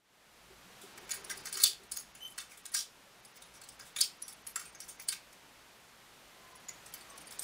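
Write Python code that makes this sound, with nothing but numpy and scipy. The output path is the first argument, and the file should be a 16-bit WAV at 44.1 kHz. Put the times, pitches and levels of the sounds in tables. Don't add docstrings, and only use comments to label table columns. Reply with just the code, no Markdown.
import sys
import numpy as np
from scipy import signal
from scipy.fft import rfft, irfft, next_fast_len
from scipy.io import wavfile
from scipy.ndimage import uniform_filter1d

SR = 44100
rng = np.random.default_rng(int(sys.argv[2]) if len(sys.argv) > 2 else 0)


def ratio(d):
    e = np.asarray(d, float) / 20
    return 10 ** e


def wav_out(sig):
    wavfile.write(sys.argv[1], SR, np.round(np.clip(np.atleast_2d(sig).T, -1, 1) * 32767).astype(np.int16))


N = 327663


def read(points, hz):
    f, value = np.transpose(points)
    return np.interp(np.log(hz + 1), np.log(f + 1), value)


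def curve(rows, t):
    s, *columns = np.transpose(rows)
    return [np.interp(t, s, c) for c in columns]


def evened(x):
    return x / np.sqrt(np.mean(x ** 2) + 1e-20)


def add(mix, s, sound):
    part = mix[round(s * SR):][:len(sound)]
    part += sound[:len(part)]


def coloured(x, db_of):
    size = next_fast_len(len(x))
    gain = ratio(db_of(np.fft.rfftfreq(size, 1 / SR)))
    return irfft(rfft(x, size) * gain, size)[:len(x)]


def mode(t, hz, t60):
    return np.sin(2 * np.pi * hz * t) * ratio(-60 * t / np.clip(t60, .003, 1))


def ring(drive, t, hz, db, t60):
    response = (ratio(db) * mode(t, hz, t60)).sum(0)
    return evened(signal.fftconvolve(drive, response)[:len(t)])


def chatter(noise, t):
    bounce_db, swell_s = 2.5, .0027
    bounces = ratio(bounce_db * evened(uniform_filter1d(noise[1], size=40)))
    return noise[0] * bounces * (t / swell_s) ** 2 * np.exp(-t / swell_s)


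def ping(db, hz, t60, grit):
    t = np.arange(grit.shape[1]) / SR
    sound = ring(chatter(grit, t), t, hz * np.array([[1], [1.012]]), 0, t60)
    return ratio(db - 8.5) * sound / abs(sound).max()


# (time [s], level [dB])
GAIN = [(0.0, -82.5), (0.14, -73), (0.33, -68), (0.89, -62), (1.45, -60), (1.63, -65.5), (2.07, -66.5),
        (2.73, -67.5), (3.81, -65.5), (4.82, -66), (5.94, -66), (7.43, -61)]


def gain_db():
    return curve(GAIN, np.arange(N) / SR)[0]


# (frequency [Hz], density [dB per Hz])
HISS = [(59, -57), (100, -4), (119, -3), (322, -4), (425, -3), (955, -2), (1110, -2.5), (1530, -3),
        (3010, -5), (11800, -13.5), (16200, -18.5)]


def hiss(level_db):
    noise = evened(coloured(rng.standard_normal(N), lambda hz: read(HISS, hz)))
    treble = coloured(noise, lambda hz: 20 * np.log10(hz / (hz + 4000) + 1e-9))
    return ratio(level_db + 8.5) * (noise + (ratio(-5) - 1) * treble)


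# (frequency [Hz], density [dB per Hz])
RUMBLE = [(12, -43), (20, 12), (32, -7), (53, 15), (72, 3.5), (86, -22), (108, -3), (124, 10), (140, -57),
          (168, 6.5), (220, 4), (290, -20), (480, -120)]
# (start [s], length [s], lift [dB])
SURGES = [
    (0.35, 0.5, 4.5),
    (1.7, 0.59, 7.5),
    (3.347, 0.79, 4.5),
    (4.35, .45, 3.5),
    (5.4, 0.27, 2.5),
]


def rumble(level_db):
    swell_db, swell_s = 0.5, .15
    noise, drift = rng.standard_normal((2, N))
    noise = evened(coloured(noise, lambda hz: read(RUMBLE, hz)))
    drift = evened(coloured(drift - drift.mean(), lambda hz: -20 * np.log10(1 + (hz * swell_s) ** 2)))
    surge_db = np.zeros(N)
    for s, length, db in SURGES:
        add(surge_db, s, db * signal.windows.tukey(round(length * SR), .6))
    return ratio(surge_db - 75 + level_db + 65 + swell_db * drift) * noise


# (start [s], length [s], level [dB])
THROBS = [
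    (0.49, 0.063, -63.5),
    (0.829, 0.045, -57.5),
    (0.906, 0.19, -62.5),
    (1.115, 0.22, -60),
    (1.27, 0.19, -63),
    (1.52, 0.12, -60),
    (1.67, 0.064, -63),
    (1.79, 0.077, -63.5),
]


def drone():
    centre_hz, width_hz = 386, 61
    tone = evened(coloured(rng.standard_normal(N),
                           lambda hz: -20 * np.log10(1 + (2 * (hz - centre_hz) / width_hz) ** 2)))
    throb = np.zeros(N)
    for s, length, db in THROBS:
        add(throb, s, ratio(db) * signal.windows.tukey(round(length * SR), .7))
    return throb * tone


# (time [s], peak [dB], leading ring [Hz], handle knock [dB], room share [dB])
SNAPS_EARLY = [(0.9768, -35.5, 2000, -6, -12), (1.0929, -32.5, 2220, -10, 2.5),
               (1.1105, -25, 4860, -7, 1.5), (1.2457, -38.5, 6000, -21, -1),
               (1.3738, -30.5, 4800, -27, -3.5), (1.4552, -26, 1650, -14.5, 0.5),
               (1.527, -24, 4700, -11.5, 3), (1.637, -5.5, 4820, -26, -6.5), (1.9181, -26, 5230, -16, -3),
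               (1.9686, -24.5, 5400, -12.5, -3), (2.151, -39, 2610, -11, -0.5), (2.379, -26, 1250, -9, -2),
               (2.655, -31.5, 3970, -8.5, -4.5), (2.7453, -15.5, 5330, -12, -1.5),
               (3.249, -40.5, 5300, -25, -5), (3.3575, -43.5, 2270, -22, 3), (3.4212, -36, 3660, -9, -5),
               (3.6156, -36.5, 4550, -9, -6), (3.688, -35.5, 5700, -19, -3), (3.795, -35, 1530, -7.5, -2.5)]
SNAPS_LATE = [(3.9634, -27, 2300, -8, -5), (3.986, -28, 3750, -11, 4), (4.0107, -8.5, 4840, -30, -18),
              (4.2227, -39, 5800, -37, -1), (4.2802, -33, 5730, -13, -1), (4.326, -38, 3400, -25, -10),
              (4.4684, -34, 2100, -14, -6.5), (4.5591, -25.5, 1470, -10, -4), (4.75, -41, 6140, 0, -3),
              (4.8036, -32, 6050, -14, 1), (4.9973, -36, 2250, -31, 1), (5.086, -18.5, 4970, -14.5, -4),
              (6.556, -47, 1100, -15, -8), (6.6876, -39, 6800, -7, -1), (6.9394, -34.5, 4870, -4, -1.5),
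              (7.1783, -36, 6000, -21, -5), (7.274, -43, 4730, -21, 0), (7.394, -34, 3400, -36, 0)]
# (time [s], peak [dB], leading
# ring [Hz], room share [dB])
FURTHER_CONTACTS = [(0.8157, -37.5, 3570, 0), (1.2997, -26.5, 1840, -1), (1.4708, -30.5, 1970, -7),
                    (1.5715, -22.5, 1260, -2.5), (1.6005, -19.5, 4360, 3), (1.6271, -21, 4460, 3),
                    (1.8344, -46, 4100, -17), (2.276, -41, 3070, -4), (2.3214, -45, 3050, -1),
                    (2.498, -49.5, 2220, 10), (2.5175, -40.5, 2130, -1.5), (2.574, -39.5, 3500, -3),
                    (2.719, -44.5, 1910, 11), (3.3708, -44, 2050, -13), (3.54, -46.5, 1380, 6),
                    (2.738, -28, 5000, -13), (3.6364, -38, 4300, -3), (3.854, -43.5, 3600, 5.5),
                    (4.5952, -30.5, 1420, -2.5), (4.6541, -40, 2476, -1.5), (4.8871, -32.5, 7000, -1),
                    (5.124, -25.5, 2450, -8), (5.328, -43.5, 2090, -7), (5.078, -38, 4630, -11),
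                    (6.8604, -38.5, 1280, -3), (7.0092, -41, 4550, -11), (7.099, -47, 1110, -5),
                    (7.216, -43, 1210, -7), (7.3078, -36, 3720, 3), (7.4224, -29, 5580, -4)]
EDGE_DB = {"handle": -9.5, "blade": -4, "slam": -4.5}
FURTHER_KNOCK_DB = {"handle": -11, "blade": -13.5}


def contacts():
    handle_top_hz, slam_db = 2500, -21

    def part(hz):
        return "handle" if hz < handle_top_hz else "blade"

    rattles = [(s, db, hz, FURTHER_KNOCK_DB[part(hz)], wet) for s, db, hz, wet in FURTHER_CONTACTS]
    return [(s, db, hz, knock, EDGE_DB["slam" if db > slam_db else part(hz)], wet)
            for s, db, hz, knock, wet in SNAPS_EARLY + SNAPS_LATE + rattles]


# (frequency [Hz], width [Hz], level [dB])
STEEL = [(3520, 70, 0), (3800, 90, -6), (4330, 80, -4), (4550, 100, 0), (4730, 90, -3), (5140, 80, -3),
         (5380, 80, -4), (5720, 90, -6), (6150, 100, -8), (6810, 100, -4), (7250, 100, -7), (8030, 100, -5),
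         (8400, 100, -5), (9000, 100, -3), (9450, 100, -8), (9860, 100, -4), (10500, 90, -2),
         (11500, 110, -8), (12320, 110, -6), (13360, 120, -11), (14300, 130, -12), (15200, 130, -8)]
# (frequency [Hz], width [Hz], level [dB])
HANDLES = [(1260, 70, -2), (1420, 70, -4), (1620, 70, 0), (1900, 80, -1), (2250, 80, -2), (2650, 90, -5),
           (3050, 90, -5)]
# (frequency [Hz], density [dB per Hz])
CRACK = [(410, -70.5), (700, -69), (1530, -3), (3210, -27), (3420, -50), (4560, 3.5), (6150, 5.5),
         (6740, 4.5), (10200, 3), (14700, -13.5), (15700, 1.5)]


def clack(row, luck, noise):
    scatter_db, held = 3.2, .6
    _, peak_db, lead_hz, knock_db, edge_db, _ = row
    t = np.arange(noise.shape[1]) / SR
    drive = chatter(noise, t)
    sound = evened(coloured(drive, lambda hz: read(CRACK, hz)))
    for modes, set_db, chance in (STEEL, -8, luck), (HANDLES, -4, luck[::-1]):
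        hz, width, db = np.transpose(modes)[:, :, None]
        strength_db = db + scatter_db * chance[:len(modes), None]
        sound = sound + ratio(set_db) * ring(drive, t, hz, strength_db, held * 3.4 / width)
    cluster_hz = lead_hz * np.array([[.93], [1], [1.07]])
    sound = sound + ratio(-6) * ring(drive, t, cluster_hz, np.array([[-4], [0], [-4]]), .014)
    grip = [(500, knock_db - 42), (1150, knock_db + 0.5), (2400, knock_db + 10), (3400, 0.0055),
            (5800, 0), (7800, edge_db + 9), (16000, edge_db + 17)]
    sound = coloured(np.roll(sound, 200), lambda hz: read(grip, hz))[200:]
    return ratio(peak_db) * sound / np.sqrt(uniform_filter1d(sound ** 2, size=130).max() * 6)


def clacks():
    direct, feed, rows = np.zeros(N), np.zeros((3, N)), contacts()
    luck = rng.standard_normal((len(rows), 3, len(STEEL)))
    noise = rng.standard_normal((len(rows), 3, 2, 1800))
    for k, row in enumerate(rows):
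        draws = [clack(row, *pair) for pair in zip(luck[k], noise[k])]
        start = row[0] - .003
        add(direct, start, draws[0])
        for wall, sound in zip(feed, draws):
            add(wall, start, ratio(row[5]) * sound / np.sqrt(3))
    return direct, feed


# (frequency [Hz], reverberation time [s])
ROOM = [(1000, 0.2), (2600, 0.27), (7000, 0.2), (15000, 0.15)]


def room(count, gap=0.001, build=0.013):
    signs = rng.choice([-1., 1.], (count, SR // 2))
    taps = signs * (rng.random((count, SR // 2)) < .12)
    hz, t, z = signal.stft(taps, SR, nperseg=128)
    tail = signal.istft(z * ratio(-60 * t / read(ROOM, hz)[:, None]), SR, nperseg=128)[1]
    t = np.arange(tail.shape[1]) / SR
    tail = tail * np.clip((t - gap) / build, 0, 1)
    return tail / np.linalg.norm(tail, axis=1, keepdims=True)


# (time [s], peak [dB], ringing [Hz])
TICKS = [(1.108, -33, 6800), (1.114, -29, 6890), (1.1198, -25, 9860), (1.244, -45, 9650),
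         (1.2484, -40, 10160), (1.2966, -39, 3700), (1.311, -32, 9690), (1.3147, -36, 5700),
         (1.4507, -45, 5000), (1.4712, -34, 4800), (1.528, -31, 8960), (1.555, -32, 4570),
         (1.5587, -33, 5300), (1.62, -31, 8600), (1.6376, -18, 4590), (1.6402, -18, 8100),
         (1.7329, -40, 3600), (1.9152, -39, 9050), (1.9201, -27.5, 10080), (1.963, -36, 6600),
         (1.9727, -30.5, 10330), (1.9889, -40, 6600), (2.3873, -29.5, 8700), (2.4043, -38, 3660),
         (2.6566, -39, 7360), (2.6638, -34.5, 8830), (2.7428, -29, 9050), (2.747, -23, 9400),
         (2.7522, -29, 7200), (2.7917, -29, 5730), (3.69, -42, 8570), (3.8096, -42, 5080),
         (3.9737, -33, 10380), (3.99, -31, 10400), (4.0079, -23, 4500), (4.0124, -16.5, 8850),
         (4.0177, -23, 10400), (4.0256, -24, 5070), (4.22, -42, 9950), (4.2244, -36.5, 11500),
         (4.282, -38, 11100), (4.2908, -42, 9000), (4.4685, -40, 10700), (4.4732, -37.5, 9000),
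         (4.5596, -27.5, 7500), (4.8038, -37, 8440), (4.8818, -46, 12060), (4.8961, -42, 9100),
         (4.9993, -41, 12300), (5.0045, -42, 10420), (5.0876, -21, 9050), (5.0915, -27, 4700),
         (6.686, -38, 6850), (6.693, -36.5, 6850), (6.865, -44, 8440), (6.9397, -35.5, 15200),
         (7.3102, -44, 10400), (7.3232, -43, 5400), (7.3898, -40, 8610), (7.3944, -29.5, 8800)]
# (frequency [Hz], gain [dB])
TICK_COLOUR = [(500, -80), (1400, -42), (3000, -10), (5000, -2), (9500, -3), (13000, -6), (16000, -10)]


def touches():
    rise_s, fall_s, t60, ring_db = .0003, .0019, .018, 1.5
    out, t = np.zeros(N), np.arange(1024) / SR
    for (s, db, hz), grit in zip(TICKS, rng.standard_normal((len(TICKS), len(t)))):
        drive = np.roll(grit * np.tanh(t / rise_s) * np.exp(-t / fall_s), shift=132)
        spot_hz = hz * np.array([[.975], [1], [1.03]])
        spot = ring(drive, t, spot_hz, np.array([[-5], [0], [-5]]), t60)
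        tick = coloured(evened(drive) + ratio(ring_db) * spot, lambda f: read(TICK_COLOUR, f))
        add(out, s - .004, ratio(db) * tick / np.sqrt(2 * uniform_filter1d(tick ** 2, size=40).max()))
    return out


# (time [s], peak [dB], frequency [Hz])
PINGS = [(1.113, -19, 6810), (1.247, -34, 9860), (1.3733, -37, 10160), (1.5696, -26, 6640),
         (1.631, -16, 10300), (1.6376, -18, 10650), (1.917, -25, 10000), (2.6624, -39, 8620),
         (2.7184, -35, 10500), (2.7456, -17, 7060), (3.4213, -37, 9300), (3.6157, -37, 7630),
         (3.6885, -42, 8400), (3.9607, -28, 6800), (4.01, -30, 6600), (4.3256, -39, 9900),
         (4.4699, -26, 10500), (4.5597, -22, 10380), (4.7491, -35, 6400), (4.998, -33, 10500),
         (5.0854, -22.5, 8560), (5.1208, -32, 9000), (6.5555, -38, 10400), (6.6875, -28, 6830),
         (6.9217, -40, 10400), (6.939, -33, 12300), (7.177, -33, 10000), (7.2704, -33.5, 8930),
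         (7.3926, -25, 8360)]
# (time [s], peak [dB], frequency [Hz])
LONG_PINGS = [
    (1.3, -31, 9500),
    (1.9709, -30.5, 6590),
    (2.7695, -34, 8770),
    (4.886, -34, 8920),
]
# (time [s], peak [dB], frequency [Hz], decay t60 [s])
RINGS = [(1.641, -15, 3510, 0.099), (2.751, -29, 4800, 0.23), (3.985, -19.5, 3700, 0.033),
         (3.963, -24.5, 3520, 0.07), (1.641, -15.5, 4530, 0.089), (3.421, -40, 3660, 0.045),
         (4.01, -13.5, 4530, 0.062), (4.4707, -31, 10630, .042), (4.5581, -23, 7410, .024),
         (4.6565, -37, 8790, .11), (4.9945, -35.5, 2285, .041), (7.0105, -39, 4540, .055),
         (7.0975, -41, 6040, .052), (7.2715, -43, 4685, .065), (2.3, -41, 11000, .06),
         (3.366, -40, 15000, 0.035), (4.223, -35, 5780, 0.12), (4.2228, -22, 9970, 0.014),
         (4.559, -29, 1930, 0.019), (7.5, -45, 9400, 0.05), (7.1, -37.5, 8440, 0.05),
         (6.942, -40, 6000, .03), (6.688, -37.5, 2040, 0.044), (1.302, -29.5, 1575, 0.16),
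         (4.017, -16.5, 5200, 0.059)]


def pings():
    direct, feed = np.zeros(N), np.zeros((3, N))
    rows = [(*row, 0.03) for row in PINGS] + [(*row, 0.12) for row in LONG_PINGS] + RINGS
    for k, ((s, db, hz, t60), grit) in enumerate(zip(rows, rng.standard_normal((len(rows), 2, 4096)))):
        sound = ping(db, hz, t60, grit)
        add(direct, s - .003, sound)
        add(feed[k % 3], s - .003, ratio(-10) * sound)
    return direct, feed


# (time [s], peak [dB], frequency [Hz], decay t60 [s])
MORE_RINGS = [(1.133, -30.5, 10500, 0.13), (1.135, -33, 14900, .07), (1.301, -31, 5700, 0.076),
              (1.53, -33, 10560, .1), (1.645, -22, 10480, 0.19), (1.658, -23, 3510, .15),
              (1.966, -29, 14100, .13), (1.99, -35, 10100, 0.093), (2.151, -40, 10500, .06),
              (2.155, -42, 6900, .06), (2.719, -38, 8900, .06), (2.772, -26, 5700, .1),
              (2.79, -28, 5620, .1), (2.801, -36, 9040, 0.16), (3.252, -43, 10500, 0.091),
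              (3.253, -41, 8600, .04), (3.45, -49, 10500, .1), (3.54, -49, 10500, .12),
              (3.568, -46, 5640, .08), (3.797, -41, 9870, .04), (3.797, -44, 6720, .07),
              (3.998, -31, 3800, .04), (3.975, -29, 6800, .15), (4.016, -24, 6770, .08),
              (4.293, -41, 5400, .09), (4.282, -42, 14500, .08), (4.47, -36, 12400, 0.14),
              (4.5, -45, 9000, .08), (5.015, -36, 15200, .07), (5.09, -26, 10450, .1),
              (6.862, -47, 10800, 0.11), (6.94, -40, 10500, .06), (7.008, -44, 8500, .06),
              (7.2, -44, 10540, .06), (7.212, -39, 8900, .04), (7.271, -42, 10800, .06),
              (7.312, -44, 10700, .09), (7.396, -36, 12300, .06), (1.31, -33, 2000, .08),
              (1.458, -37, 1950, .06), (2.382, -33, 1900, .07), (2.39, -35, 3600, .09),
              (2.747, -29, 1640, .07), (4.562, -36, 1330, .08), (1.655, -24, 5370, .1),
              (1.645, -25, 6500, .08), (4.05, -30, 5400, .06), (5.124, -30, 3700, .04)]


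def more_rings():
    out = np.zeros(N)
    for (s, *row), grit in zip(MORE_RINGS, rng.standard_normal((len(MORE_RINGS), 2, 5000))):
        add(out, s - .003, ping(*row, grit))
    return out


# (time [s], level [dB], frequency [Hz], decay t60 [s])
THUDS = [
    (1.633, -49, 151, 0.033),
    (3.066, -61, 566, 0.24),
    (7.191, -59, 300, 0.28),
]


def thuds():
    out = np.zeros(N)
    for s, db, hz, t60 in THUDS:
        add(out, s, ratio(db) * mode(np.arange(8000) / SR, hz, t60))
    return out


# (frequency over centre [ratio], density [dB per Hz])
LATCH = [(0.3, -35), (0.6, -8), (0.85, -5.5), (1.02, -3), (1.2, -7.5), (1.9, -13.5), (2.5, -19), (3.5, -11)]
# (start [s], level [dB], held [s], centre [Hz])
LATCH_RATTLES = [
    (1.649, -32.5, 0.024, 4760),
    (2.757, -39.5, 0.054, 5540),
    (4.022, -35.5, 0.016, 4600),
    (5.115, -41.5, 0.013, 5170),
]


def latch():
    ticks_per_s, sizes_db, rise_s, t60 = 5000, 2.2, 0.01, 0.12
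    out, t = np.zeros(N), np.arange(6000) / SR
    chances = rng.random((len(LATCH_RATTLES), 3, len(t)))
    for (s, db, held, centre_hz), (when, size, sign) in zip(LATCH_RATTLES, chances):
        sizes = ratio(-sizes_db * np.log(size + 1e-3))
        ticks = (when < ticks_per_s / SR) * sizes * np.sign(sign - .5)
        spray = evened(coloured(ticks, lambda hz: read(LATCH, hz / centre_hz)))
        fall = ratio(db - 60 * np.maximum(t - held, 0) / t60)
        add(out, s, fall * np.minimum(t / rise_s, 1) * spray)
    return out


# (time [s], pitch [Hz], level [dB])
SQUEAK = [
    (2.2, 3030, -70),
    (2.21, 3024, -52),
    (2.228, 3050, -48),
    (2.24, 3070, -51),
    (2.256, 3068, -41.5),
    (2.285, 3055, -55),
    (2.298, 3060, -79),
    (2.312, 3060, -49),
    (2.33, 3080, -64),
]
# (multiple [ratio], level [dB])
SQUEAK_ORDERS = [(1, -1.5), (2, -17), (3, -19), (4, -17)]


def squeak():
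    t = np.arange(SQUEAK[0][0], SQUEAK[-1][0], 1 / SR)
    hz, db = curve(SQUEAK, t)
    waver, *grips = (evened(uniform_filter1d(v, size=250)) for v in rng.standard_normal((5, len(t))))
    turns = np.cumsum(hz * (1 + 0.0032 * waver)) / SR
    tone = np.zeros(len(t))
    for (k, order_db), grip in zip(SQUEAK_ORDERS, grips):
        tone += ratio(order_db + 3 * np.sqrt(k) * grip) * np.sin(2 * np.pi * k * turns)
    out = np.zeros(N)
    add(out, t[0], np.sqrt(2) * tone * ratio(db) * signal.windows.tukey(len(t), .1))
    return out


# (start [s], length [s], from [Hz], to [Hz], level [dB])
WHINES = [
    (6.338, 0.36, 1030, 1024, -66.5),
    (7.07, 0.122, 1148, 1084, -61),
]


def whines():
    out = np.zeros(N)
    for s, length, from_hz, to_hz, db in WHINES:
        hz = np.linspace(from_hz, to_hz, round(length * SR))
        flicker = evened(uniform_filter1d(rng.standard_normal(len(hz)), size=700))
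        level = np.sqrt(2) * ratio(db - 1.5 + 4 * flicker) * signal.windows.tukey(len(hz), .4)
        add(out, s, level * np.sin(2 * np.pi * np.cumsum(hz) / SR))
    return out


def scene():
    direct, feed = clacks()
    ping_direct, ping_feed = pings()
    pivot, loose, ticks, rings = squeak(), latch(), touches(), more_rings()
    level_db = gain_db()
    bed = hiss(level_db) + rumble(level_db) + drone() + whines() + thuds()
    feed = feed + ping_feed + ratio(-11) * pivot / 3 + ratio(-14.5) * loose
    feed = feed + ratio(-4.5) * ticks / 3 + ratio(-12) * rings / 3
    tail = signal.oaconvolve(feed, room(count=len(feed)), axes=1)[:, :N].sum(0)
    mono = direct + ping_direct + pivot + loose + ticks + rings + tail + bed
    return np.array([mono, mono])


FRAME_MARKS = [
    1.533,
    2.741,
    4.219,
    4.466,
    4.746,
    6.562,
    6.694,
    7.41,
]


def side_frames():
    hop, grid = 725, -160
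    middles = (grid + hop * np.arange(N // hop + 1)) / SR
    late = middles[:, None] - np.r_[np.array(SNAPS_EARLY + SNAPS_LATE)[:, 0], FRAME_MARKS]
    short = ((late > -.0159) & (late < .0112)).any(axis=1)
    before, after = np.roll(short, 1), np.roll(short, -1)
    return middles[1:][(~short & (before != after))[1:]]


def roll_off(x):
    return signal.sosfilt(signal.butter(12, 16500, fs=SR, output="sos"), x)


def record(dry):
    frame, edge_hz, split_hz = 1450, 15650, 6900
    moved_share, side_db = 0.74, -0.7
    low_pass = signal.firwin(511, edge_hz, window=("kaiser", 9), fs=SR)
    mid = signal.oaconvolve(dry[0], low_pass, "same")
    high_pass = signal.firwin(255, split_hz, pass_zero=False, fs=SR)
    treble = np.pad(signal.oaconvolve(mid, high_pass, "same"), (0, frame))
    window, moved = np.hanning(frame), np.zeros((2, N))
    for k, s in enumerate(side_frames()):
        start = round(s * SR) - frame // 2
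        add(moved[k % 2], start / SR, window * treble[start:start + frame])
    mid = mid - moved_share * moved.sum(0)
    side = ratio(side_db) * signal.hilbert(moved[0] - moved[1], next_fast_len(N)).imag[:N]
    return roll_off(np.array([mid + side, mid - side]))


dry = scene()
out = record(dry)
wav_out(out)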